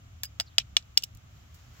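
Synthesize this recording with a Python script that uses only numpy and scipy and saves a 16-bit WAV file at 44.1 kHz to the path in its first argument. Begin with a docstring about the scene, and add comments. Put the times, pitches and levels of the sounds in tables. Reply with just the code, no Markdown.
"""A metal spoon, gripped in the fist, taps a large snail shell held in the other hand, outdoors near the ground.
Five sharp taps, some with light rebounds, ring the shell and the spoon for a few milliseconds.
Behind them: a low rumble, a faint hiss, one far bird and a rustle that grows as the hands move down."""
import sys
import numpy as np
from scipy import signal
from scipy.fft import rfft, irfft
from scipy.io import wavfile
from scipy.ndimage import uniform_filter1d

SR = 44100
rng = np.random.default_rng(int(sys.argv[2]) if len(sys.argv) > 2 else 0)


def unload_wav(signal):
    """Save mono or channel-first audio to the path in sys.argv[1] as 16-bit WAV at rate SR, clipped to [-1, 1]."""
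    wavfile.write(
        sys.argv[1],
        SR,
        np.round(np.clip(np.atleast_2d(signal).T, -1, 1) * 32767).astype(np.int16),
    )


N = 79380

# spoon meets shell: (s, level dB, clack Hz, hollow body dB, shell ping dB, spoon clink dB, clink t60 s, treble dB, grit dB, echo delay s)
TAPS = [(0.2336, -23.5, 3630, 6, -24, 1, 0.042, 25.5, 3, .00178), (0.2463, -44.5, 3400, 5, 13, -13, 0.049, 22, 12, .00178),
        (0.2536, -44.5, 5000, 6, 5, 18, 0.061, 26, 7, .00178),
        (0.399, -14, 3480, 8.5, -2.5, 2, 0.053, 10, -1.5, .0014), (0.4078, -27, 3350, 9, -1, -16, 0.051, 9, 2, .0014),
        (0.5822, -3, 3240, 0, 1, 3, 0.025, 3.5, -3.5, 0.0016),
        (0.767, -1.5, 3470, -3, -1.5, 2, 0.014, -2.5, -4.5, .00173), (0.825, -49.5, 3700, -3, -6, 9, .02, 2, -1, .00173),
        (0.9743, -3, 4770, -5.5, -3.5, 8, 0.013, 9, -3, .00141), (1.0233, -43.5, 3900, -21, 14, 10, 0.026, 13, 10, .0011),
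        (1.035, -26, 4900, -30, 13.5, 5, .018, 18.5, -6, .0011), (1.0379, -21, 5160, -22, -10, -6, 0.019, 18, -1, .0011)]
# hand-damped shell: (Hz, dB, t60 s, left-right dB)
SHELL = [(700, -28, 0.021, -1.5), (1166, -29.5, 0.005, -7.5), (1663, -19.5, 0.0135, -0.5), (2426, -22, 0.029, 0),
         (2958, -12.5, 0.018, 11), (3382, -13.5, 0.015, -7.5), (3758, -12.5, .011, -6.5)]
# gripped spoon: (Hz, dB, t60 s, left-right dB)
SPOON = [(4830, -21, 0.016, -10.5), (4924, -10.5, 0.018, 0), (5590, -20.5, 0.046, -4), (6570, -19, 0.013, 15.5),
         (7296, -26, .012, 4.5), (7920, -31, 0.019, 15), (9220, -34.5, .011, -10), (11250, -34, 0.024, 0.5),
         (12700, -28, 0.0083, -12), (14040, -38.5, .013, -4.5), (15550, -44, 0.01613, 7)]
BODY_HZ, PING_HZ, CLINK_HZ, MODE_OCTAVES, TREBLE_HZ = 2182, 2955, 4975, 0.064, 8070
# gritty crack of the contact: (Hz, dB per Hz)
GRIT = [(200, -53.5), (420, -48), (600, -20.5), (720, -19.5), (950, -20.5), (1250, -13.5), (1700, -10.5), (2050, -9.5), (2800, -3.5), (3700, -1.5), (5500, -5), (7600, -5), (9000, -23), (12000, -25.5), (15500, -22)]
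GRIT_DB, GRIT_T60_S, GRIT_RISE_S = -10, 0.026, 0.00017
SCATTER_DB, SCATTER_T60_S, SCATTER_RISE_S, SCATTER_DULL_HZ = -32.5, 0.099, 0.0027, 7070   # off plants and legs
RIGHT_LAG_S = .000072
# small ticks of fingers and shell: (s, level dB, t60 s)
TICKS = [(1.1495, -47, 0.017), (1.1722, -48.5, 0.014), (1.544, -53, 0.1)]
TICK_COLOUR = [(1000, -31.5), (4000, 2), (7000, 5), (10000, -6), (15500, 6.5)]
# far bird: (s, Hz, dB)
BIRD = [(.452, 5500, -78), (.465, 5100, -61), (.477, 4200, -56), (.492, 4050, -63), (.502, 3350, -71), (.532, 3300, -67), (.542, 2900, -85)]
RUMBLE = [(12, -63.5), (20, -32), (59, -4.5), (80, -2.5), (110, -5.5), (129, -12), (152, -13.5), (173, -22.5), (275, -29.5),
          (400, -44.5), (520, -67), (880, -120)]
RUMBLE_LEVEL = [(0.0, -50.5), (0.194, -48.5), (0.214, -51), (0.586, -54), (0.61, -46), (0.696, -54), (0.732, -46),
                (0.786, -55), (1.118, -52), (1.158, -43.5), (1.218, -63.5), (1.242, -50), (1.634, -54), (1.684, -47.5),
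                (1.778, -56.5), (1.8, -46)]   # (s, dB)
AIR = [(200, 5.5), (450, -5), (700, 0.5), (950, -5), (1280, 0.5), (1700, -5.5), (3000, -4), (4500, -11), (7300, -7.5), (8600, -29), (10500, -23.5), (12500, -17.5), (15800, -18.5)]
AIR_DB = -62
RUSTLE = [(250, -4), (700, 0), (1400, 2), (2300, -1.5), (4000, -3.5), (7300, -3), (8600, -25), (13000, -10.5), (15800, -12)]
RUSTLE_LEVEL = [(0, -86), (1.15, -85), (1.37, -65), (1.47, -70.5), (1.58, -63), (1.69, -65), (1.8, -58)]   # (s, dB)
CUTOFF_HZ = 16000   # fixed
T = np.arange(N) / SR
ECHO_DB = -11   # off the ground; its delay changes as the hands move
BIRD_WIDTH_HZ = 850   # fixed
CLACK_DB, CLACK_RISE_S = -2, 0.00051   # the stiff shell wall gives and springs back within a millisecond
CLACK_PAN_DB, CLACK_PAN_HZ = -8.5, 3716   # left-right dB per octave, and the pitch that sits in the middle
# the spoon skids over the shell after the third tap: (s, dB)
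SKID_LEVEL = [(.592, -70), (.599, -32), (.606, -41.5), (.611, -44.5), (.621, -52.5), (.634, -78)]
SKID = [(1000, -28), (2000, -15.5), (2450, 0.5), (3900, 0), (4500, -11), (5700, -8.5), (7000, -20), (9000, -32.5), (15500, -33.5)]   # (Hz, dB per Hz)
SKID_ROUGH_DB = 0.5
PEAK_LIMIT = .93   # fixed


def from_db(db):
    """Decibels to gain."""
    return 10 ** (np.asarray(db) / 20)


def curve(rows, column=1):
    """One column of a table, joined by straight lines in time."""
    rows = np.array(rows)
    return np.interp(T, rows[:, 0], rows[:, column])


def noise(spectrum, side_db, size=N, colour=None):
    """Stereo noise of rms 1 with the given spectrum, then tinted by an optional gain per Hz."""
    hz, (knots, db) = np.maximum(np.arange(size // 2 + 1) * SR / size, 1), np.transpose(spectrum)
    gain = from_db(np.interp(np.log(hz), np.log(knots), db)) / np.sqrt((1 + (hz / knots[-1] / 1.2) ** 12) * (1 + (knots[0] / hz / 2) ** 4))  # fixed
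    gain = gain / np.sqrt(np.mean(gain ** 2)) * (1 if colour is None else colour(hz))
    mid, side = irfft(rfft(rng.standard_normal((2, size))) * gain, size)
    width = from_db(side_db)
    return (mid + width * side * np.array([[1], [-1]])) / np.sqrt(1 + width ** 2)


def decay(t, t60):
    """Exponential fade."""
    return np.exp(-np.log(1000) * t / t60)


def delay(x, s):
    """One channel, read s seconds late."""
    return np.interp(T - s, T, x, left=0)


def add(out, s, sound):
    """Mix a sound in at time s."""
    start = int(s * SR)
    out[:, start:start + sound.shape[1]] += sound[:, :N - start]


def tap(clack_hz, body_db, ping_db, clink_db, clink_t60, treble_db, grit_db):
    """One contact: a short clack, shell and spoon modes, grit and a faint scatter; a looser grip lets the spoon ring longer."""
    t = T[:SR // 5]  # fixed

    def colour(hz):
        """Gain per Hz for this contact."""
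        return from_db(body_db / (1 + (hz / BODY_HZ) ** 10) + treble_db / (1 + (TREBLE_HZ / hz) ** 5))

    def near(hz, centre_hz):
        """1 at a resonance, 0 away from it."""
        return np.exp(-(np.log2(hz / centre_hz) / MODE_OCTAVES) ** 2)
    sides, rise = np.array([[.5], [-.5]]), t / CLACK_RISE_S
    clack = from_db(CLACK_DB + CLACK_PAN_DB * np.log2(clack_hz / CLACK_PAN_HZ) * sides) * (rise * np.exp(1 - rise)) ** 2 * np.sin(2 * np.pi * clack_hz * t)
    ring = 0
    for hz, db, t60, pan_db in SHELL + SPOON:
        clink = near(hz, CLINK_HZ)
        strength = colour(hz) * from_db(db + ping_db * near(hz, PING_HZ) + clink_db * clink + pan_db * sides)
        envelope = (1 - np.exp(-rise ** 2)) * decay(t, t60 + clink * (clink_t60 - t60))
        ring = ring + strength * envelope * np.sin(2 * np.pi * hz * t)
    grit = noise(GRIT, side_db=-4, size=len(t), colour=colour) * decay(t, GRIT_T60_S) * (1 - np.exp(-t / GRIT_RISE_S))
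    scatter = noise(GRIT, side_db=-1, size=len(t), colour=lambda hz: colour(hz) / np.hypot(1, hz / SCATTER_DULL_HZ))
    scatter = scatter * decay(t, SCATTER_T60_S) * (1 - np.exp(-t / SCATTER_RISE_S))
    return clack + ring + from_db(GRIT_DB + grit_db) * grit + from_db(SCATTER_DB) * scatter


def spoon_on_shell():
    """All contacts, each with its echo off the ground; they reach the left side first."""
    out = np.zeros((2, N))
    for s, db, *tint, echo_s in TAPS:
        sound = from_db(db) * tap(*tint)
        add(out, s, sound)
        add(out, s + echo_s, from_db(ECHO_DB) * sound)
    return np.array([out[0], delay(out[1], RIGHT_LAG_S)])


def handling():
    """Tiny bright ticks, and the rustle of moving arms and clothes."""
    out, t = from_db(curve(RUSTLE_LEVEL)) * noise(RUSTLE, side_db=-2), T[:SR // 10]
    for s, db, t60 in TICKS:
        add(out, s, from_db(db) * decay(t, t60) * noise(TICK_COLOUR, side_db=0.5, size=len(t)))
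    return out


def bird():
    """One faint falling chirp, blurred by distance into a narrow band of noise."""
    blur = signal.sosfilt(signal.butter(2, BIRD_WIDTH_HZ / 2, fs=SR, output="sos"), rng.standard_normal((2, N)))
    phase = 2 * np.pi * np.cumsum(curve(BIRD)) / SR
    chirp = (blur[0] * np.sin(phase) + blur[1] * np.cos(phase)) / (np.sqrt(2) * blur.std())
    return from_db(curve(BIRD, column=2)) * chirp * (T > BIRD[0][0]) * (T < BIRD[-1][0])


def outdoors():
    """Uneven low rumble under a steady soft hiss."""
    return from_db(curve(RUMBLE_LEVEL)) * noise(RUMBLE, side_db=-19.0) + from_db(AIR_DB) * noise(AIR, side_db=2.0)


def skid():
    """A short, soft scrape that catches unevenly on the shell's ridges."""
    catch = uniform_filter1d(rng.standard_normal(N), size=40)
    level_db = curve(SKID_LEVEL) + SKID_ROUGH_DB * catch / catch.std()
    return from_db(level_db) * noise(SKID, side_db=-0.5) * (T > SKID_LEVEL[0][0]) * (T < SKID_LEVEL[-1][0])


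def scene():
    """Everything at the microphones."""
    return spoon_on_shell() + skid() + handling() + bird() + outdoors()


def record(dry):
    """Peaks are held just below full scale; the top is cut."""
    return signal.sosfilt(signal.cheby2(14, 60, CUTOFF_HZ + 600, fs=SR, output="sos"), np.clip(dry, -PEAK_LIMIT, PEAK_LIMIT))  # fixed


dry = scene()
out = record(dry)
unload_wav(out)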